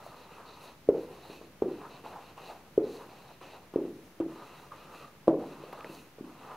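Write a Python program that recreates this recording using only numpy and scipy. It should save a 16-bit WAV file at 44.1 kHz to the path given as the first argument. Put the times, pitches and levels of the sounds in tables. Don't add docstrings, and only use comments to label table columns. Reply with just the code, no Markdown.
import sys
import numpy as np
from scipy import signal
from scipy.fft import rfft, irfft, next_fast_len
from scipy.io import wavfile
from scipy.ndimage import map_coordinates

SR = 44100
rng = np.random.default_rng(int(sys.argv[2]) if len(sys.argv) > 2 else 0)


def bounce(signal):
    frames = np.transpose(np.atleast_2d(signal))
    limited = np.clip(frames, -1, 1)
    pcm = np.round(limited * 32767).astype(np.int16)
    wavfile.write(sys.argv[1], SR, pcm)


def gain_from_db(level_db):
    decades = np.asarray(level_db, float) / 20
    return 10 ** decades


N = 289296
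TOP_HZ = 15760


def unit(x):
    return x / np.sqrt(np.mean(x ** 2) + 1e-20)


def along(points, hz):
    f, v = np.transpose(points)
    return np.interp(np.log(hz + 1), np.log(f + 1), v)


def filtered(x, response):
    m = next_fast_len(len(x) + 8192)
    return irfft(rfft(x, m) * response(np.fft.rfftfreq(m, 1 / SR)), m)[:len(x)]


def modes(rows):
    def response(f):
        total = 0
        for k, (hz, width, db) in enumerate(rows):
            damping = 1j * f * width
            total = total + (-1) ** k * gain_from_db(db) * damping / (hz * hz - f * f + damping)
        return total
    return response


def sharp(x, hz, width):
    return unit(filtered(x, lambda f: modes([(hz, width, 0)])(f) ** 2))


def hiss(spectrum):
    def response(hz):
        return gain_from_db(along(spectrum, hz)) * (hz < TOP_HZ) * (hz > 24)
    return unit(filtered(rng.standard_normal(N), response))


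def wobble(rate):
    knots = rng.standard_normal(int(N * rate / SR) + 4)
    return map_coordinates(knots, [np.arange(N) * rate / SR])


# (frequency [Hz], density [dB per Hz])
ROOM_TONE = [(20, -46), (40, -12.5), (165, -0.5), (540, -7.5), (1280, -12.5), (1450, -14), (2500, -16.5),
             (3400, -21), (6500, -26), (8000, -31), (10000, -28), (15700, -28)]
# (frequency [Hz], width [Hz], level [dB])
FAN_HUM = [(74.8, 11, -71.5), (144.2, 9, -68)]


def room():
    tone_db = -58
    tone = gain_from_db(tone_db) * gain_from_db(.4 * wobble(3)) * hiss(ROOM_TONE)
    fan = np.zeros(N)
    for hz, width, db in FAN_HUM:
        fan += gain_from_db(db) * unit(filtered(rng.standard_normal(N), modes([(hz, width, 0)])))
    return tone + fan


# (frequency [Hz], density [dB per Hz])
CHANNEL_HISS = [(15, -49), (25, -15.5), (152, -2.5), (1090, -4.5), (1720, -3.5), (4800, -9), (8450, -14),
                (15700, -12.5)]


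def amplifiers():
    level_db = -65.5
    apart = gain_from_db(level_db) * hiss(CHANNEL_HISS)
    return np.array([apart, -apart])


def played(rows, attack_s, release_s, gain_db=0):
    linger_db, linger_t60_s = -15.5, .7
    s, length, db = np.transpose(rows)[:3, :, None]
    t = np.arange(N * 1000 // SR + 2) / 1000 - s
    rise = np.sin(np.pi / 2 * np.clip(t / attack_s + .5, 0, 1)) ** 2
    after = np.maximum(t - length, 0)
    fall = gain_from_db(-2 * 60 * after / release_s) + gain_from_db(2 * (linger_db - 60 * after / linger_t60_s))
    return rise ** 2 * gain_from_db(2 * (db + gain_db)) * fall


# (start [s], length [s], pressure [dB], spot on the board [Hz])
INK_LINES = [(0, 0.71, -55.5, 990), (0.943, 0.41, -57.5, 865), (1.405, .04, -68, 870),
             (1.676, 0.32, -56, 890), (2.041, .28, -57.5, 875), (2.367, 0.2, -55, 900),
             (2.56, 0.13, -64.5, 850), (2.835, 0.48, -57.5, 860), (3.41, 0.16, -56, 825),
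             (3.58, 0.088, -62.5, 850), (3.798, .08, -59, 840), (4.28, 0.38, -55, 1040),
             (4.712, .37, -56, 1080), (5.08, 0.072, -68, 1080), (5.39, 0.56, -55.5, 970),
             (5.95, 0.12, -62, 1010), (6.24, .34, -58, 930)]
# (start [s], length [s], pressure [dB], spot on the board [Hz])
TURN_LEANS = [(0, .04, -57, 1110), (0.114, 0.042, -58, 1130), (0.368, 0.063, -50, 1040),
              (0.935, 0.027, -49, 760), (1.809, 0.066, -48.5, 1000), (2.044, .03, -47.5, 875),
              (2.108, 0.082, -48, 910), (2.488, 0.043, -46.5, 790), (2.995, .04, -52, 1000),
              (3.41, 0.032, -55, 1180), (3.528, 0.035, -51.5, 775), (4.362, 0.071, -51, 1050),
              (4.718, 0.019, -47, 1090), (4.887, 0.063, -52.5, 1080), (5.01, 0.04, -51, 1160),
              (5.392, 0.048, -49.5, 770), (5.781, 0.037, -46, 1140), (6.413, .15, -51.5, 1010),
              (6.49, 0.045, -47, 1000)]
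# (start [s], length [s], grip [dB], slant of the pen [0-1])
NIB_SWEEPS = [(0.028, 0.066, -65, 0.7), (.16, 0.077, -64, 0.6), (0.305, 0.065, -64.5, 0.14),
              (0.454, .1, -62, .8), (0.607, .09, -61, 0.55), (0.967, 0.07, -68.5, .8),
              (1.11, 0.11, -67, .5), (1.22, 0.11, -63.5, .55), (1.3, 0.069, -60, 0.35),
              (1.41, 0.035, -68, .6), (1.7, 0.13, -67, 0.26), (1.897, 0.073, -62, 0.46),
              (2.04, 0.08, -62.5, 0.3), (2.204, 0.1, -64.5, .4), (2.373, .08, -61, 0.2),
              (2.45, 0.057, -58.5, .6), (2.835, .13, -65, 0.9), (2.949, 0.067, -65.5, 0.5),
              (3.09, 0.26, -67.5, 0.47), (3.414, .05, -59.5, 0.14), (3.457, 0.095, -62.5, 0.4),
              (4.33, 0.067, -67, .2), (4.427, 0.17, -65, 0.34), (4.759, 0.086, -64, 0.25),
              (4.938, 0.089, -61.5, 0.23), (5.463, 0.078, -63.5, 0.4), (5.602, 0.18, -66, 0.44),
              (5.857, 0.14, -62, 0.38), (6.38, .17, -68, 0.32)]
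# (start [s], length [s], speed [dB])
WRIST_SWINGS = [(.03, 0.046, -69), (.58, .08, -65), (.96, .07, -69), (1.1, 0.15, -73), (1.26, 0.094, -64.5),
                (2.04, .04, -71), (2.13, .05, -73), (2.42, 0.064, -67), (2.87, 0.093, -62.5),
                (3.45, .1, -71), (3.8, 0.29, -75), (4.42, .2, -71.5), (4.93, 0.055, -63.5),
                (5.48, .07, -70), (5.88, .11, -64), (6.38, 0.11, -77)]


def hand():
    lines = played(INK_LINES, attack_s=.014, release_s=.18) + 1e-12
    leans = played(TURN_LEANS, attack_s=.03, release_s=.14)
    swings = played(WRIST_SWINGS, attack_s=.13, release_s=.45).sum(0)
    contacts = np.concatenate([lines, leans])
    pressure = contacts.sum(0)
    spot_hz = np.array([*INK_LINES, *TURN_LEANS])[:, 3]
    slant = np.clip(np.array(NIB_SWEEPS)[:, 3:], 0, 1)

    def woken_db(upright_db, slant_db, swing_db, line_db):
        sweeps = played(NIB_SWEEPS, .035, .2, upright_db + slant_db * slant).sum(0)
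        return 10 * np.log10(sweeps + gain_from_db(2 * swing_db) * swings + gain_from_db(2 * line_db) * lines.sum(0))

    barrel_db = woken_db(.7, -8.5, -11.5, -17)
    tip_db = woken_db(-9, 11.5, -7.5, -19)
    felt_db = woken_db(-21.5, 4.5, -2, -20.5)
    controls = 10 * np.log10(pressure), spot_hz @ contacts / pressure, barrel_db, tip_db, felt_db
    return [np.interp(np.arange(N) / SR, np.arange(len(c)) / 1000, c) for c in controls]


def slips(rate, spread_db):
    sizes = gain_from_db(spread_db * rng.exponential(size=N)) * rng.standard_normal(N)
    return sizes * (rng.random(N) < rate / SR)


# (frequency [Hz], width [Hz])
BOARD_DRONE = [(800, 297), (980, 390), (1190, 183)]


def board_drone(spot_hz):
    force = slips(rate=5000, spread_db=1.5) * gain_from_db(1.1 * wobble(60))
    drone = np.zeros(N)
    for hz, width in BOARD_DRONE:
        near = 0.066 + np.exp(-((spot_hz - hz) / 170) ** 2)
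        drone += near * sharp(force, hz, width)
    return drone


def rasp(rows):
    fine = slips(rate=9000, spread_db=1.5)
    total = np.zeros(N)
    for hz, width, db in rows:
        total += gain_from_db(db + 1.3 * wobble(18)) * sharp(fine, hz, width)
    return unit(total)


# (frequency [Hz], density [dB per Hz])
FELT_HISS = [(4000, -12), (5000, -4), (6500, 0), (8000, -7), (9900, -2), (12000, -6), (15700, -6)]


def felt_hiss():
    felt = hiss(FELT_HISS)
    coarse = filtered(felt, lambda f: 1 / (1 + (f / 8000) ** 8))
    return gain_from_db(1.5 * wobble(11)) * coarse + gain_from_db(1.5 * wobble(11)) * (felt - coarse)


# (frequency [Hz], width [Hz], level [dB])
PEN_BODY = [(2020, 540, -6), (2595, 550, 0)]
# (frequency [Hz], width [Hz], level [dB])
NIB_HOLDER = [(3990, 600, 0.5), (4286, 590, -8), (5900, 1300, -9.5)]


def strokes():
    drone_db, spot_hz, barrel_db, tip_db, felt_db = hand()
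    drone = gain_from_db(drone_db - 2.0) * board_drone(spot_hz)
    rub = slips(rate=3200, spread_db=1.5)
    belly = unit(filtered(rub, modes([(256, 260, 0.5), (510, 267, 8.4)])))
    belly *= gain_from_db(drone_db / 2 + barrel_db / 2 + 3.5)
    pen = gain_from_db(barrel_db + 2.5) * rasp(PEN_BODY) + gain_from_db(tip_db + 1.0) * rasp(NIB_HOLDER)
    felt = gain_from_db(felt_db + 1.6 * wobble(32)) * felt_hiss()
    return drone + belly + pen + felt


# (frequency [Hz], level [dB])
BOOM_RESPONSE = [(40, -17.5), (150, 0), (300, -1), (450, -2.5), (650, 1), (1000, 5), (1600, -12),
                 (4000, -32), (9000, -61.5)]
# (frequency [Hz], t60 [s])
BOOM_DECAY = [(60, 0.52), (150, 1), (300, 0.56), (500, 0.59), (1000, 0.27), (2000, 0.29)]
# (frequency [Hz], level [dB], t60 [s])
BOARD_MODES = [(153.3, -7.5, 1), (186.6, -9.5, 1), (226, -13, 0.87), (248, -10.5, 0.6), (287.6, -9, 0.73),
               (327, -2, 0.42), (360, -3, 0.34), (402.2, -3.5, 0.29), (433, -23, 0.38)]


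def boom(thud, t):
    f, u, z = signal.stft(rng.standard_normal(len(t)), SR, nperseg=256)
    decay = gain_from_db(-60 * u / along(BOOM_DECAY, f)[:, None])
    tail = signal.istft(z * decay, SR, nperseg=256)[1][:len(t)]
    ring = np.zeros(len(t))
    for hz, db, t60 in BOARD_MODES:
        strength_db, start = rng.normal(0, 2.5), rng.random()
        ring += gain_from_db(db + strength_db - 60 * t / t60) * np.sin(2 * np.pi * (hz * t + start))
    tail = tail / np.std(tail[:SR // 10]) + gain_from_db(-12.0) * ring
    tail = filtered(tail, lambda g: gain_from_db(along(BOOM_RESPONSE, g)))
    build_up = 1 - np.exp(-(t / 0.0046) ** 2)
    tail = signal.fftconvolve(tail * build_up, thud[:SR // 100])[:len(t)]
    return tail / np.std(tail[:SR // 10])


# (delay [s], level [dB])
FLUTTER = [(.030, -19.5), (.061, -15.5), (.092, -20.5), (.122, -26.5)]


def knocks(rows, boom_db, octave_db, firm_loss, lasts_s):
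    firm_db = -19
    out, t = np.zeros(N + SR), np.arange(int(lasts_s * SR)) / SR
    fade = np.cos(np.pi / 2 * t / t[-1]) ** .5
    for s, db, hz, t60, click_db in rows:
        swell = (1 - np.exp(-(t * hz * 1.1) ** 2)) * gain_from_db(-60 * t / max(t60, .003))
        thud = swell / swell.max() * np.sin(2 * np.pi * hz * t)
        thud += gain_from_db(-24) * np.sin(2 * np.pi * 55 * t) * gain_from_db(-60 * t / 0.039)
        after_db = boom_db + octave_db * np.log2(hz / 400) - firm_loss * max(db - firm_db, 0)
        after = gain_from_db(after_db) * boom(thud, t)
        for delay_s, echo_db in FLUTTER:
            after += gain_from_db(echo_db) * np.roll(thud, round(delay_s * SR))
        chance = rng.standard_normal(len(t))
        click = gain_from_db(-60 * t / 0.04) * filtered(chance, modes([(2200, 830, 7.6)]))
        rattle = gain_from_db(3.5 - 60 * t / 0.17) * sharp(chance, 950, 600)
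        contact = thud + gain_from_db(click_db) * (click + rattle) + after
        out[round(s * SR):][:len(t)] += gain_from_db(db) * fade * contact
    return out[:N]


# (time [s], peak [dB], thud [Hz], thud t60 [s],
# tip hardness [dB])
LIGHT_TOUCHES = [(0.0636, -36, 655, 0.017, -30), (0.876, -38, 278, 0.03, -36),
                 (1.2986, -33.5, 380, 0.0086, -26), (1.413, -36.5, 420, 0.005, -23),
                 (2.0396, -39, 394, 0.01, -18), (2.061, -33.5, 864, 0.022, -30),
                 (2.1584, -36, 836, 0.055, -19), (2.3764, -41.5, 1040, 0.04, -9),
                 (2.5012, -35.5, 750, 0.022, -19), (3.051, -43, 354, 0.015, -26),
                 (3.4126, -43.5, 1070, 0.028, -22), (3.7376, -32, 344, 0.0092, -20),
                 (4.719, -37, 1126, 0.042, -18), (5.2732, -27, 417, 0.0083, -20),
                 (5.6368, -32, 454, 0.01, -27), (5.729, -31.5, 570, 0.0051, -15.5),
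                 (5.8456, -33.5, 434, 0.0083, -15.5), (5.8972, -36.5, 310, 0.011, -25),
                 (6.1836, -38.5, 450, 0.013, -23),
                 (4.2008, -21.5, 410, 0.0069, -26.5),
    (5.6, -40, 356, 0.022, -22),
    (5.2805, -22, 980, 0.016, -42),
    (1.6215, -30, 800, 0.017, -28),
    (5.284, -16, 313, 0.035, -36),
]


def touches():
    rows = LIGHT_TOUCHES
    return knocks(rows, boom_db=-21, octave_db=-8.5, firm_loss=.1, lasts_s=0.38)


# (time [s], peak [dB], thud [Hz], thud t60 [s], tip hardness [dB])
FIRM_LANDINGS = [
    (0.888, -6.5, 441, 0.0205, -43),
    (1.6206, -13.5, 401, 0.017, -36),
    (2.7772, -9, 418, 0.023, -44),
    (3.759, -12, 385, 0.014, -39.5),
    (4.2038, -19, 349, 0.02, -40),
    (5.2792, -5, 466, 0.0071, -39.5),
    (6.208, -30, 286, 0.015, -42),
]


def landings():
    return knocks(FIRM_LANDINGS, boom_db=-18, octave_db=1, firm_loss=0.47, lasts_s=0.92)


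# (time [s], level [dB], frequency [Hz])
CREAKS = [
    (5.727, -36, 1930),
    (5.7298, -42, 12300),
    (5.808, -36, 2500),
    (5.8453, -29.5, 1920),
    (5.854, -61, 1500),
    (5.95, -41, 4500),
]


def ticks():
    out, t = np.zeros(N), np.arange(SR // 50) / SR
    for s, db, hz in CREAKS:
        snap = np.exp(-t * hz ** .5 * 30) * np.sin(2 * np.pi * hz * t)
        out[round(s * SR):][:len(t)] += gain_from_db(db) * snap
    return out


def scene():
    blows = touches() + landings() + ticks()
    blows = filtered(blows, lambda f: (f < TOP_HZ) * 1j * f / (50 + 1j * f))
    mono = room() + strokes() + blows
    return np.array([mono, mono])


def top_cut(x):
    return signal.sosfilt(signal.butter(12, 15940, fs=SR, output="sos"), x)


def record(dry):
    mix = dry + amplifiers() - .0006
    return top_cut(mix)


dry = scene()
out = record(dry)
bounce(out)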